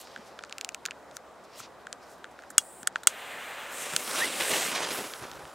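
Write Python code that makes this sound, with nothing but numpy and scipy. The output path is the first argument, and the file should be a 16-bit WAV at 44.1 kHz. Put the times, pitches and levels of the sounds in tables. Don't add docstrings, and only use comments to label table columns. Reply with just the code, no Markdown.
import sys
import numpy as np
from scipy import signal
from scipy.io import wavfile
from scipy.ndimage import map_coordinates

SR = 44100
rng = np.random.default_rng(int(sys.argv[2]) if len(sys.argv) > 2 else 0)


def rack_gain(trim_db):
    fader = np.asarray(trim_db, float)
    return 10 ** (fader / 20)


def store_pcm(level_fs):
    pcm = np.round(np.clip(level_fs, -1, 1) * 32767).astype(np.int16)
    wavfile.write(sys.argv[1], SR, np.atleast_2d(pcm).T)


N = 244529

# frequency in Hz, level in dB per Hz.
FOREST_COLOUR = [(15, -50), (25, -29), (255, -10), (361, -9), (620, -4), (981, -8.5), (1060, -8),
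                 (1430, -12), (2200, -21), (2520, -31), (2730, -26), (3490, -26), (5090, -35),
                 (6490, -30.5), (15800, -45)]
# frequency in Hz, level in dB per Hz.
CLOTH_COLOUR = [(1060, -36), (1800, -5.5), (2260, -3), (2890, -6), (4900, -1.5), (6430, -2), (13400, -13.5),
                (15800, -23.5)]
# frequency in Hz, level in dB per Hz.
NOZZLE_COLOUR = [(1760, -50), (3000, -20.5), (4620, -23), (5020, -17), (6440, -16), (8000, -1), (9200, -2),
                 (12100, -18.5), (15800, -12.5)]
# frequency in Hz, level in dB per Hz.
FLAME_COLOUR = [(59, -55), (100, -21), (159, -18), (201, -21), (249, -13), (295, -18.5), (533, -3),
                (814, -2), (1710, -1), (3450, -10.5), (4300, -17.5), (5140, -19.5), (7530, -18.5),
                (13300, -25), (15800, -27.5)]
# frequency in Hz, level in dB per Hz.
FUSE_COLOUR = [(59, -47), (100, -19), (307, -4.5), (593, -1), (659, -3.5), (1540, -3.5), (1980, -4.5),
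               (2160, -4.5), (2780, -5.5), (4160, -8.5), (9500, -13), (14800, -24), (15800, -26)]
# frequency in Hz, likeness (1 is identical).
LIKENESS = [(60, 0.98), (180, 0.96), (550, 0.99), (1650, 1), (4970, 0.96), (15000, 1)]

# time in seconds, level in dB, seconds to fall 20 dB.
GUSTS = [
    (3.95, -58, .12),
    (4.22, -62, .15),
    (4.525, -52, .07),
    (4.85, -64, .3),
    (5.23, -46, .04),
    (5.33, -46, .06),
    (5.375, -49, .04),
    (5.45, -50, .05),
]
# peak in seconds, level in dB, crispness in dB,
# rise and fall in seconds per 20 dB.
STROKES = [(0.0, -53, 1, .01, .2), (0.12, -62, -8, .1, 1.2), (.28, -65, 2, .08, .08),
           (1.165, -66, 12, .09, .01), (1.452, -64, -2, .02, .015), (1.6, -47.5, 2.5, .11, .07),
           (1.66, -55, -16, .16, .012), (1.813, -68, -12, .04, .04), (2.03, -65, -4, .02, .06),
           (2.12, -65, 5, .22, .16), (2.314, -67, 3, .02, .05), (2.4, -64, -6, .06, .25),
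           (2.98, -66, -6, .15, .3)]
# start in seconds, level in dB,
# centre in Hz, length in seconds.
BRUSHES = [(0.0, -50, 10500, .022), (.008, -54, 3500, .012), (1.437, -62, 7000, .015),
           (1.62, -51, 4800, .04), (2.1, -62, 9500, .02), (2.18, -66, 11000, .008),
           (2.501, -47, 8700, .012), (2.583, -38, 12000, .005), (2.59, -47, 6600, .03),
           (3.076, -42, 6800, .03), (4.452, -40, 9000, .008), (4.512, -36, 5300, .012),
           (4.54, -37, 6800, .035), (4.645, -40, 6800, .035), (4.68, -47, 12000, .03),
           (4.92, -45, 8000, .03), (5.06, -51, 6000, .04), (5.231, -47, 5600, .013),
           (5.248, -54, 7500, .006), (5.262, -54, 5500, .012), (5.43, -60, 6200, .1)]

# frequency in Hz, level in dB, 60 dB decay in seconds.
SHELL = [(1443, -2, 0.0087), (1650, -6, 0.0068)]
# frequency in Hz, level in dB, 60 dB decay in seconds.
GRIP = [(2200, -1.5, .012), (3007, 9.5, 0.0069), (3310, -7, 0.017), (3840, -14.5, 0.017),
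        (4670, -16, 0.0084)]
# frequency in Hz, level in dB, 60 dB decay in seconds.
LATCH = [(5200, -10, 0.015), (6000, -5, 0.0083), (6590, 7.5, 0.0082), (7060, 4, 0.012), (7430, 2.5, 0.0066),
         (9100, -9.5, 0.0058), (9600, -6.5, 0.0033)]
# frequency in Hz, level in dB, 60 dB decay in seconds.
EDGE = [(10800, -4.5, 0.015), (11770, 2.5, 0.013), (13400, -1, 0.015), (14300, -22, 0.0093)]
# frequency in Hz, level in dB, 60 dB decay in seconds.
SPRING = [(2850, -7, 0.038), (3330, -6, 0.048), (3470, -9, 0.022), (5960, -7, 0.022), (6550, 2.5, 0.025),
          (7100, -13, .02), (9120, -1.5, .02)]
CRACK_BANDS = [(1150, 1900), (2000, 5300), (5500, 10300), (10300, 15000)]
# time in seconds, catch in dB, spring in dB.
SNAPS = [
    (2.5806, -21.5, -13),
    (3.0712, -44, -19),
]
# time in seconds, shell, grip and latch in dB (energy per ms),
# pitch of the held grip in Hz.
HANDLING = [(0.0721, -46, -47, -58, 2300), (0.1614, -29, -39, -48, 3200), (.176, -44, -50, -52, 3000),
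            (0.3903, -33, -36, -47, 3250), (.4088, -45, -52, -62, 2600), (.425, -58, -50, -52, 3500),
            (0.4372, -31, -36, -41, 2430), (0.449, -55, -47, -48, 4400), (0.496, -56, -42, -45, 3000),
            (0.5104, -41, -49, -56, 4500), (0.5254, -40, -30, -36, 2580), (0.5826, -40, -32, -34, 2690),
            (0.6114, -42, -29, -30, 2690), (0.6468, -42, -29, -27, 2950), (0.6904, -37, -29, -31, 2580),
            (.721, -60, -52, -56, 4400), (0.7461, -38, -29, -31, 2450), (0.8539, -30, -27, -29, 2450),
            (0.8606, -29, -28, -25, 4600), (0.874, -50, -44, -52, 3300), (0.8852, -32.5, -47, -68, 2500),
            (0.9091, -44, -28, -38, 2710), (0.9175, -39, -44, -62, 2800), (1.1123, -55, -48, -52, 3500),
            (1.1682, -36, -38, -31, 3800), (1.8692, -29.5, -41, -44, 3050), (1.928, -36.5, -35, -30, 3120),
            (2.2429, -31, -38, -46, 3250), (2.2527, -41, -52, -62, 2600), (2.39, -36, -47.5, -56, 2600),
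            (2.422, -43, -53, -53, 2600), (2.4364, -39, -54, -57, 2600)]
# time in seconds,
# shell, grip and latch in dB, pitch of the latch in Hz.
TRIGGER = [(2.5048, -37, -58, -39, 8970), (2.5803, -31, -46, -42, 7000), (2.5811, -16.5, -16, -1.5, 8200),
           (2.5834, -34, -27, -19, 7500), (2.8307, -36, -44, -36, 8900), (2.8692, -39, -60, -60, 7000),
           (2.8729, -20, -25, -17, 8900), (2.8735, -26, -24, -16, 7900), (2.926, -62, -62, -59, 8500),
           (2.958, -16, -33, -38, 6900), (2.9654, -40, -48, -50, 8500), (3.0334, -35, -46, -42, 7000),
           (3.0717, -15.5, -11, -.5, 7800), (3.0739, -32, -20, -15, 7300), (3.0758, -40, -27, -23, 8500),
           (3.9354, -28, -37, -34, 8000), (3.9636, -24, -20, -15, 8900), (5.1367, -34, -33, -39, 5700),
           (5.3149, -46, -38, -41, 7000), (5.3353, -42, -46, -50, 5800), (5.356, -56, -52, -49, 5800),
           (5.372, -46, -50, -62, 6000), (5.453, -40, -43, -56, 5500)]
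# time in seconds, extra edge in dB.
SHARP = [(.4372, 3), (.5254, 5), (.5826, 13), (.6114, 12), (.6468, 10), (.6904, 11), (.7461, 12),
         (.8539, 12), (.8606, 10), (1.1682, 14), (1.928, 7), (3.9354, 10), (5.3149, 12)]
# time in seconds, level in dB, pitch in Hz.
ANSWERS = [(.07199, -48, 4900), (.52529, -38, 4500), (.58249, -38, 4900), (.61129, -37, 4400),
           (.64669, -35, 4400), (.6904, -36, 5600), (.7461, -40, 5800), (.8539, -36, 3500),
           (.8606, -36, 3400), (1.92789, -37, 4500), (2.5816, -22, 2900), (2.958, -29, 2750),
           (3.0722, -19, 2000), (3.9643, -19, 3800), (5.13659, -36, 4600), (5.3158, -42, 5300),
           (5.3162, -41, 1000), (5.337, -46, 1000)]
# time in seconds, level in dB,
# pitch in Hz, cycles.
THUDS = [(0.169, -44, 253, 5.5), (.19, -38.5, 230, 5.5), (1.602, -34, 1300, 5.5), (1.6, -46, 120, 5.5),
         (2.507, -43, 280, 5.5), (2.581, -33, 300, 2.2), (2.5812, -19, 2200, 7), (2.83, -40, 240, 4),
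         (2.958, -32, 850, 3.5), (3.0717, -33, 430, 2.6), (3.0717, -34, 900, 4), (3.934, -33, 167, 5.5),
         (3.9637, -34, 500, 2.5), (4.52, -34, 151, 5.5), (5.214, -38, 120, 3.5), (5.2522, -32, 480, 2.6)]

# time in seconds, pitch in Hz, level in dB.
WHISTLE = [
    (4.196, 1490, -55),
    (4.201, 1530, -32),
    (4.2085, 1640, -42),
    (4.215, 1760, -29.5),
    (4.224, 1880, -25),
    (4.233, 1980, -29.5),
    (4.24, 2030, -27.5),
    (4.252, 2060, -34),
    (4.259, 2030, -56),
]
# start in seconds,
# level in dB, centre in Hz, length in seconds.
SPITS = [(1.615, -58, 5600, 0.045), (2.502, -54, 8000, .009), (2.586, -47, 5000, .026),
         (2.829, -51, 7000, .004), (2.983, -52, 6500, .0015), (3.005, -52, 7000, .0015),
         (3.034, -45, 6500, 0.0056), (3.075, -47, 6000, 0.035), (4.235, -35, 3000, .01),
         (4.402, -33, 2200, 0.012), (4.419, -34, 2500, 0.007), (4.448, -34, 2500, 0.0098),
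         (4.514, -28, 3000, 0.013), (4.535, -30, 1500, 0.018), (4.17, -39, 2200, .06), (4.5, -34, 500, .07),
         (4.562, -30, 2200, .01), (4.748, -29.5, 2800, 0.03), (4.826, -32, 3500, 0.015),
         (4.845, -30.5, 2970, 0.0075), (4.905, -34, 2600, .02), (4.9, -37, 450, 0.05),
         (4.985, -37, 400, 0.04), (5.216, -43, 1100, 0.01), (5.236, -42, 1400, .018),
         (5.225, -46, 1600, .006), (5.2525, -38, 900, 0.005), (5.27, -46, 2200, .004),
         (5.46, -42, 600, 0.007)]
# time in seconds, peak in dB.
POPS = [(4.0532, -32), (4.1189, -30), (4.1753, -26), (4.2401, -22), (4.2916, -30), (4.4066, -17),
        (4.409, -16.5), (4.4167, -21), (4.422, -23), (4.4539, -20), (4.4835, -27), (4.5088, -25),
        (4.5133, -22), (4.5172, -21), (4.5355, -17), (4.5432, -23), (4.546, -21), (4.5733, -24),
        (4.6612, -27), (4.6777, -26), (4.704, -30), (4.7321, -28), (4.7509, -23), (4.7606, -27),
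        (4.7645, -25), (4.8266, -28), (4.8493, -26), (4.8556, -27), (4.8878, -30), (4.9056, -24),
        (4.9125, -27), (4.9965, -32), (5.0501, -31)]
# time in seconds, vigour in dB, treble gain in dB as the jet faces us.
BURN = [(3.685, -70, -2), (3.715, -55, 5), (3.806, -46, 4.5), (3.93, -46, 3), (4.12, -41.5, 3),
        (4.2, -34.5, .5), (4.3, -39.5, -1), (4.38, -41, 1.5), (4.41, -36, 0), (4.445, -38.5, 2.3),
        (4.555, -33, 1.5), (4.6, -37.5, 2.5), (4.84, -38, -4), (4.94, -39.5, -.3), (5.05, -45.5, -.4),
        (5.19, -54, 1), (5.25, -53, -4), (5.55, -61, -3)]
# time in seconds, depth in dB (negative lifts), # half-length in
# seconds.
SIZZLE_DIPS = [
    (3.8, 4.0, .06),
    (4.6, 2.5, .04),
    (5.12, -2.0, .04),
    (3.9, 5.0, .04),
    (4.3, 5.0, .05),
    (4.77, 7.0, .05),
    (4.86, 8.0, .045),
    (4.96, -3.0, .04),
    (5.4, 4.0, .3),
]
# time in seconds, first notch in Hz, strength from 0 to 1,
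# distance off to the right from 0 to 1.
HAND = [(2.49, 5700, .1, .1), (3.0, 5600, .39, .06), (3.7, 5300, .22, 0), (3.95, 5400, .38, .13),
        (4.12, 5800, .07, .1), (4.2, 6060, .17, .7), (4.32, 5830, .4, .1), (4.46, 5600, .3, .1),
        (4.52, 5300, .13, .5), (4.59, 5200, .2, .25), (4.66, 5070, .4, .5), (4.8, 6500, .05, 1.05),
        (4.98, 6500, .06, .1), (5.25, 6000, 0, .8), (5.36, 6000, 0, .3), (5.6, 6000, 0, .4)]

# opens at s, shuts at s, flow in dB
UNLIT, LIT = (2.582, 2.836, -54.5), (3.072, 3.955, -40)


def in_time(rows):
    s, *columns = np.transpose(rows)
    return [np.interp(np.arange(N) / SR, s, c, left=-120, right=-120) for c in columns]


def at_hz(points, hz):
    table_hz, value = np.array(points).T
    return np.interp(np.log(hz), np.log(table_hz), value)


def band_pass(x, low, high, order):
    return signal.sosfilt(signal.butter(order, [low, high], "band", fs=SR, output="sos"), x)


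def high_pass(x, hz, order):
    return signal.sosfilt(signal.butter(order, hz, "high", fs=SR, output="sos"), x)


def rms_one(x):
    return x / np.sqrt(np.mean(x ** 2) + 1e-20)


def per_ms(x):
    return x / np.sqrt(np.sum(x ** 2) / SR * 1000 + 1e-30)


def drift(rate, size=N):
    r = np.exp(-40 * np.pi * rate / SR)
    noise = rng.standard_normal(size // 20 + 2002)
    slow = signal.lfilter([1], [1, -2 * r, r * r], noise)[2000:]
    return np.interp(np.arange(size) / 20, np.arange(len(slow)), rms_one(slow))


def humps(peaks, floor_db):
    t = np.arange(0, N + 16, 16) / SR
    level = rack_gain(floor_db)
    for s, db, rise, fall in peaks:
        level = level + rack_gain(db - 20 * np.maximum((s - t) / rise, (t - s) / fall))
    return np.interp(np.arange(N) / SR, t, 20 * np.log10(level))


def turbulence(colour, low, high, level_db, patchy_db, apart=1., grit=0., order=3):
    heard = np.flatnonzero(level_db > -100)
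    first, size = heard[0], heard[-1] + 1 - heard[0]
    white = rng.standard_normal((2, 2, size))
    grains = np.minimum(rng.exponential(1, size), 2.6) ** 2 * (rng.random(size) < .03)
    white[:, 0] *= np.sqrt(1 + grit * grains)
    edges = np.geomspace(low, high, 2 + int(order * np.log2(high / low)))
    out = 0
    for k, (a, b) in enumerate(zip(edges, edges[1:])):
        centre = np.sqrt(a * b)
        mid, side = band_pass(white[k % 2], a, b, 2)
        alike = np.clip(1 - apart * (1 - at_hz(LIKENESS, centre)), 0, 1)
        flicker = drift(109, size=size // 16 + 1)
        gain = np.repeat(rack_gain(at_hz(colour, centre) + patchy_db * flicker), 16)[:size]
        out = out + gain * (np.sqrt(1 + alike) * mid + np.sqrt(1 - alike) * side * [[1], [-1]])
    shaped = rack_gain(level_db[first:first + size]) * rms_one(out)
    return np.pad(shaped, ((0, 0), (first, N - first - size)))


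def puffs(table, below, above):
    out, t = np.zeros(N + 9000), np.arange(9000) / SR
    for s, db, hz, length in table:
        size = 3000 if length < .08 else 9000
        ragged = rng.standard_normal(size) * rack_gain(3.1 * drift(300, size=size))
        puff = rms_one(band_pass(ragged, hz / below, hz * above, 2))
        shape = (1 - np.exp(-t / 0.00079)) * np.exp(-(t / length) ** 2)
        at = round(s * SR)
        out[at:at + size] += rack_gain(db) * puff * shape[:size]
    return out[:N]


def struck(modes, t, luck):
    out = 0
    for k, (hz, db, t60) in enumerate(modes):
        decay = rack_gain(db + 1.9 * luck[0, k] - 60 * t / t60)
        out = out + decay * np.sin(2 * np.pi * hz * (1 + 0.023 * luck[1, k]) * t)
    return out


def bump(hz, cycles, t):
    return per_ms(np.sin(2 * np.pi * hz * t) * t * rack_gain(-60 * t * hz / cycles))


def forest():
    motor_level = np.sqrt(2) * rack_gain(-75 + 1.1 * drift(4.6))
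    motor_hz = 69 * (1 + .015 * drift(2.6))
    hum = motor_level * np.sin(2 * np.pi * np.cumsum(motor_hz) / SR)
    leaves = turbulence(FOREST_COLOUR, 25.24, 15770, -50 + 0.22 * drift(4.3), 0.97, apart=10.5)
    return leaves + hum * rack_gain([[1.2], [-1.2]])


def wind():
    gusts = rng.standard_normal((2, N)) * 0.7 + rng.standard_normal(N)
    low = band_pass(gusts, 55, 150, 3)
    level_db = humps([(s, db, length, length) for s, db, length in GUSTS], -95)
    return rack_gain(level_db - 5.0) * rms_one(low * rack_gain(2.2 * drift(9.7))) * rack_gain([[.9], [-.9]])


def rustle():
    still_db = -80
    crisp_shorter = .45
    heard = np.where(np.arange(N) / SR < LIT[0], 0, -120)
    dull = [(s, db, rise, fall) for s, db, _, rise, fall in STROKES]
    crisp = [(s, db + extra, rise * crisp_shorter, fall * crisp_shorter)
             for s, db, extra, rise, fall in STROKES]
    dull_db = humps(dull, still_db) + heard
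    crisp_db = humps(crisp, still_db - 3) + heard
    rubbing = 0.97 * drift(41)
    return (turbulence(CLOTH_COLOUR, 1820, 5750, dull_db + rubbing, 1.8, apart=1.5, grit=3.2)
            + turbulence(CLOTH_COLOUR, 6000, 15000, crisp_db + rubbing, 1.1, apart=1.5, grit=3.5))


def soft_thuds():
    out, t = np.zeros(N + 2500), np.arange(2500) / SR
    for s, db, hz, cycles in THUDS:
        at = round(s * SR)
        out[at:at + len(t)] += rack_gain(db) * bump(hz, cycles, t)
    return out[:N]


def grip_answers():
    out, t = np.zeros(N), np.arange(200) / SR
    for s, db, hz in ANSWERS:
        at = round(s * SR)
        out[at:at + len(t)] += rack_gain(db) * bump(hz, 6.5, t)
    return out


def voiced(crack, release, hz):
    if not hz:
        return per_ms(crack)
    share = .65
    pitched = signal.lfilter(*signal.iirpeak(hz, 5.0, fs=SR), release)
    return per_ms(np.sqrt(1 - share) * per_ms(crack) + np.sqrt(share) * per_ms(pitched))


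def scattered(click, t):
    scatter = rng.standard_normal((3, len(t))) * t * rack_gain(-60 * t / .02)
    response = per_ms(scatter[0] + 1.3 * scatter[1:])
    tail = signal.fftconvolve(response, click[None])[:, :len(t)]
    return rack_gain(-20) * tail / np.sqrt(SR / 2000)


def torch_click(shell_db, grip_db, latch_db, grip_hz, latch_hz, sharp_db, t):
    soft, snap = latch_db < -22, latch_db > -5
    edge_db = latch_db - 16.5
    if soft:
        edge_db += sharp_db - 8
    lasting = .00016 * (1 + .7 * rack_gain(latch_db))
    contact = rng.standard_normal(len(t)) * t * np.exp(-t / lasting)
    contact[12] = (2.1 if snap else 3.1) * (1 - 1.05 * rack_gain(latch_db)) * np.abs(contact).max()
    release = contact if snap else contact * (np.arange(len(t)) == 12)

    bands = [(low, high, 3) for low, high in CRACK_BANDS]
    if soft:
        bands[1], bands[2] = (2100, 4500, 3), (5400, 8600, 2)
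    inner_ring = .12 * (.35 if soft else 1)
    parts = [(SHELL, shell_db, .96, 0), (GRIP, grip_db, inner_ring, grip_hz),
             (LATCH, latch_db, inner_ring, latch_hz), (EDGE, edge_db, .048, 0)]
    luck, click = rng.standard_normal((3, 10)), 0
    for band, (modes, part_db, ring_share, hz) in zip(bands, parts):
        ring = per_ms(band_pass(struck(modes, t, luck) * (1 - np.exp(-t / 0.00058)), *band))
        crack = voiced(*band_pass(np.array([contact, release]), *band), hz)
        click = click + rack_gain(part_db) * per_ms(np.sqrt(ring_share) * ring + np.sqrt(1 - ring_share) * crack)
    if soft and sharp_db < 8:
        click = signal.sosfilt(signal.cheby2(6, 30, 15300, fs=SR, output="sos"), click)
    lean_db = -.15 + 0.55 * luck[2, 0]
    return click * rack_gain([[lean_db], [-lean_db]]) + scattered(click, t)


def torch_clicks():
    out, t = np.zeros((2, N + 2500)), np.arange(2500) / SR
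    resting_latch_hz, squeezed_grip_hz = 6900, 3150
    catches = [(s, db - 28.5, db - 1.5, db, resting_latch_hz) for s, db, _ in SNAPS]
    blows = [(*row, resting_latch_hz) for row in HANDLING]
    blows += [(*row[:4], squeezed_grip_hz, row[4]) for row in [*TRIGGER, *catches]]
    for s, *blow in blows:
        sharp_db = sum(db for when, db in SHARP if abs(when - s) < .003)
        at = round((s - .0002) * SR)
        out[:, at:at + len(t)] += torch_click(*blow, sharp_db, t)
    return out[:, :N]


def hammer_spring():
    out, t = np.zeros(N + 2500), np.arange(2500) / SR
    ring = struck(SPRING, t, np.zeros((2, len(SPRING)))) * (1 - np.exp(-t / 0.00086))
    for s, _, spring_db in SNAPS:
        at = round((s + 0.00098) * SR)
        out[at:at + len(t)] += rack_gain(spring_db) * per_ms(ring)
    return out[:N]


def flow(opens, shuts, db):
    valve_s = .009
    t = np.arange(N) / SR
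    ramp = np.clip(np.minimum(t - opens, shuts + valve_s - t) / valve_s, 0, 1)
    return np.where(ramp > 0, db - 40 * (1 - ramp), -120), np.maximum(t - opens, 0)


def torch_gas():
    gas_db, gas_s = flow(*UNLIT)
    gas_db = gas_db + 4.5 * np.exp(-gas_s / .03)
    jet = turbulence(NOZZLE_COLOUR, 3000, 16300, gas_db, 0.98, apart=.7, order=6)
    flame_db, flame_s = flow(*LIT)
    flame_db = flame_db - 5 * np.exp(-flame_s / .07) - 2 * np.minimum(flame_s, 1) ** 4
    flame_db = flame_db + 0.41 * drift(20)
    return jet + turbulence(FLAME_COLOUR, 99.4, 16340, flame_db, 0.9, apart=0.065, grit=0.67, order=4)


def whistle():
    hz, level_db = in_time(WHISTLE)
    level = np.sqrt(2) * rack_gain(level_db + 1.3 * drift(150))
    return level * np.sin(2 * np.pi * np.cumsum(hz * (1 + 0.02 * drift(150))) / SR)


def pops():
    per_s, pop_hz, cycles = 350, 2300, 1.6
    burn_db, _ = in_time(BURN)
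    bursts = rng.random(N) < per_s / SR
    bursts = bursts * rack_gain(burn_db + 1.5 + 3.5 * np.minimum(rng.exponential(1, N), 3))
    for s, db in POPS:
        bursts[round(s * SR) - 3] += rack_gain(db)
    t = np.arange(150) / SR
    push = np.sin(2 * np.pi * pop_hz * t) * rack_gain(-60 * t * pop_hz / (2 * cycles))
    return high_pass(np.convolve(bursts, rack_gain(3.5) * push / push.max())[:N], 450, 3)


def fuse():
    burn_db, facing_db = in_time(BURN)
    alight, swing = burn_db > -100, burn_db + 40
    roar_db = np.where(alight, -37.5 + .74 * swing - .35 * facing_db, burn_db)
    sizzle_db = np.where(alight, -43 + .8 * swing + .6 * facing_db, burn_db)
    for s, depth_db, length in SIZZLE_DIPS:
        sizzle_db = sizzle_db - depth_db * np.exp(-((np.arange(N) / SR - s) / length) ** 2)
    sputter = 0.8 * drift(38) + 1.2 * drift(110)
    roar = turbulence(FUSE_COLOUR, 99.5, 1580, roar_db + 1.6 * sputter, 1.7, apart=0.1, grit=2.5)
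    crackle = turbulence(FUSE_COLOUR, 1600, 5000, burn_db + .6 + 1.46 * sputter, 1.1, apart=0.3, grit=2.1)
    hiss = turbulence(FUSE_COLOUR, 5090, 9700, burn_db + facing_db + 0.89 * sputter, 1.5,
                      apart=0.23, grit=1.3, order=5)
    sizzle = turbulence(FUSE_COLOUR, 9820, 16500, sizzle_db + .7 * sputter, 1.5,
                        apart=.15, grit=1.1, order=5)
    return roar + crackle + hiss + sizzle


def hand_echo(jets):
    first = int(HAND[0][0] * SR) + 1
    jets, n = jets[:, first:], np.arange(N - first)
    notch_hz, strength, offside = [c[first:] for c in in_time(HAND)]
    late = [np.interp(n - SR / notch_hz, n, channel) for channel in high_pass(jets, 1500, 1)]
    left, right = (jets - np.clip(strength, 0, 1) * late) * rack_gain([-.9 * offside, 0.7 * offside])
    lag = 0.26 * offside
    left = map_coordinates(left, [n - lag], order=3)
    right = map_coordinates(right, [n + lag], order=3)
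    return np.pad([left, right], ((0, 0), (first, 0)))


def scene():
    steady = rustle()
    jets = hand_echo(torch_gas() + fuse() + puffs(SPITS, 2.44, 1.96) + pops() + whistle())
    steady = steady + high_pass(jets, 70, 2) + wind() + forest()
    clicks = torch_clicks() + hammer_spring() + soft_thuds() + grip_answers()
    steady = steady + puffs(BRUSHES, 1.35, 1.35)
    return clicks + signal.sosfilt(signal.ellip(10, .5, 45, 15800, fs=SR, output="sos"), steady)


def band_limit(x):
    return signal.sosfilt(signal.butter(12, 16780, fs=SR, output="sos"), x)


def record(dry):
    mix = dry - high_pass(dry - np.clip(dry, -.88, .88), 1200, 2)
    mix = signal.sosfilt(signal.ellip(8, .5, 50, 16350, fs=SR, output="sos"), mix)
    mix = high_pass(mix, 35, 2)
    mix = mix - high_pass(mix - np.clip(mix, -.97, .97), 1200, 2)
    return band_limit(np.clip(mix, -1, 1))


dry = scene()
out = record(dry)
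store_pcm(out)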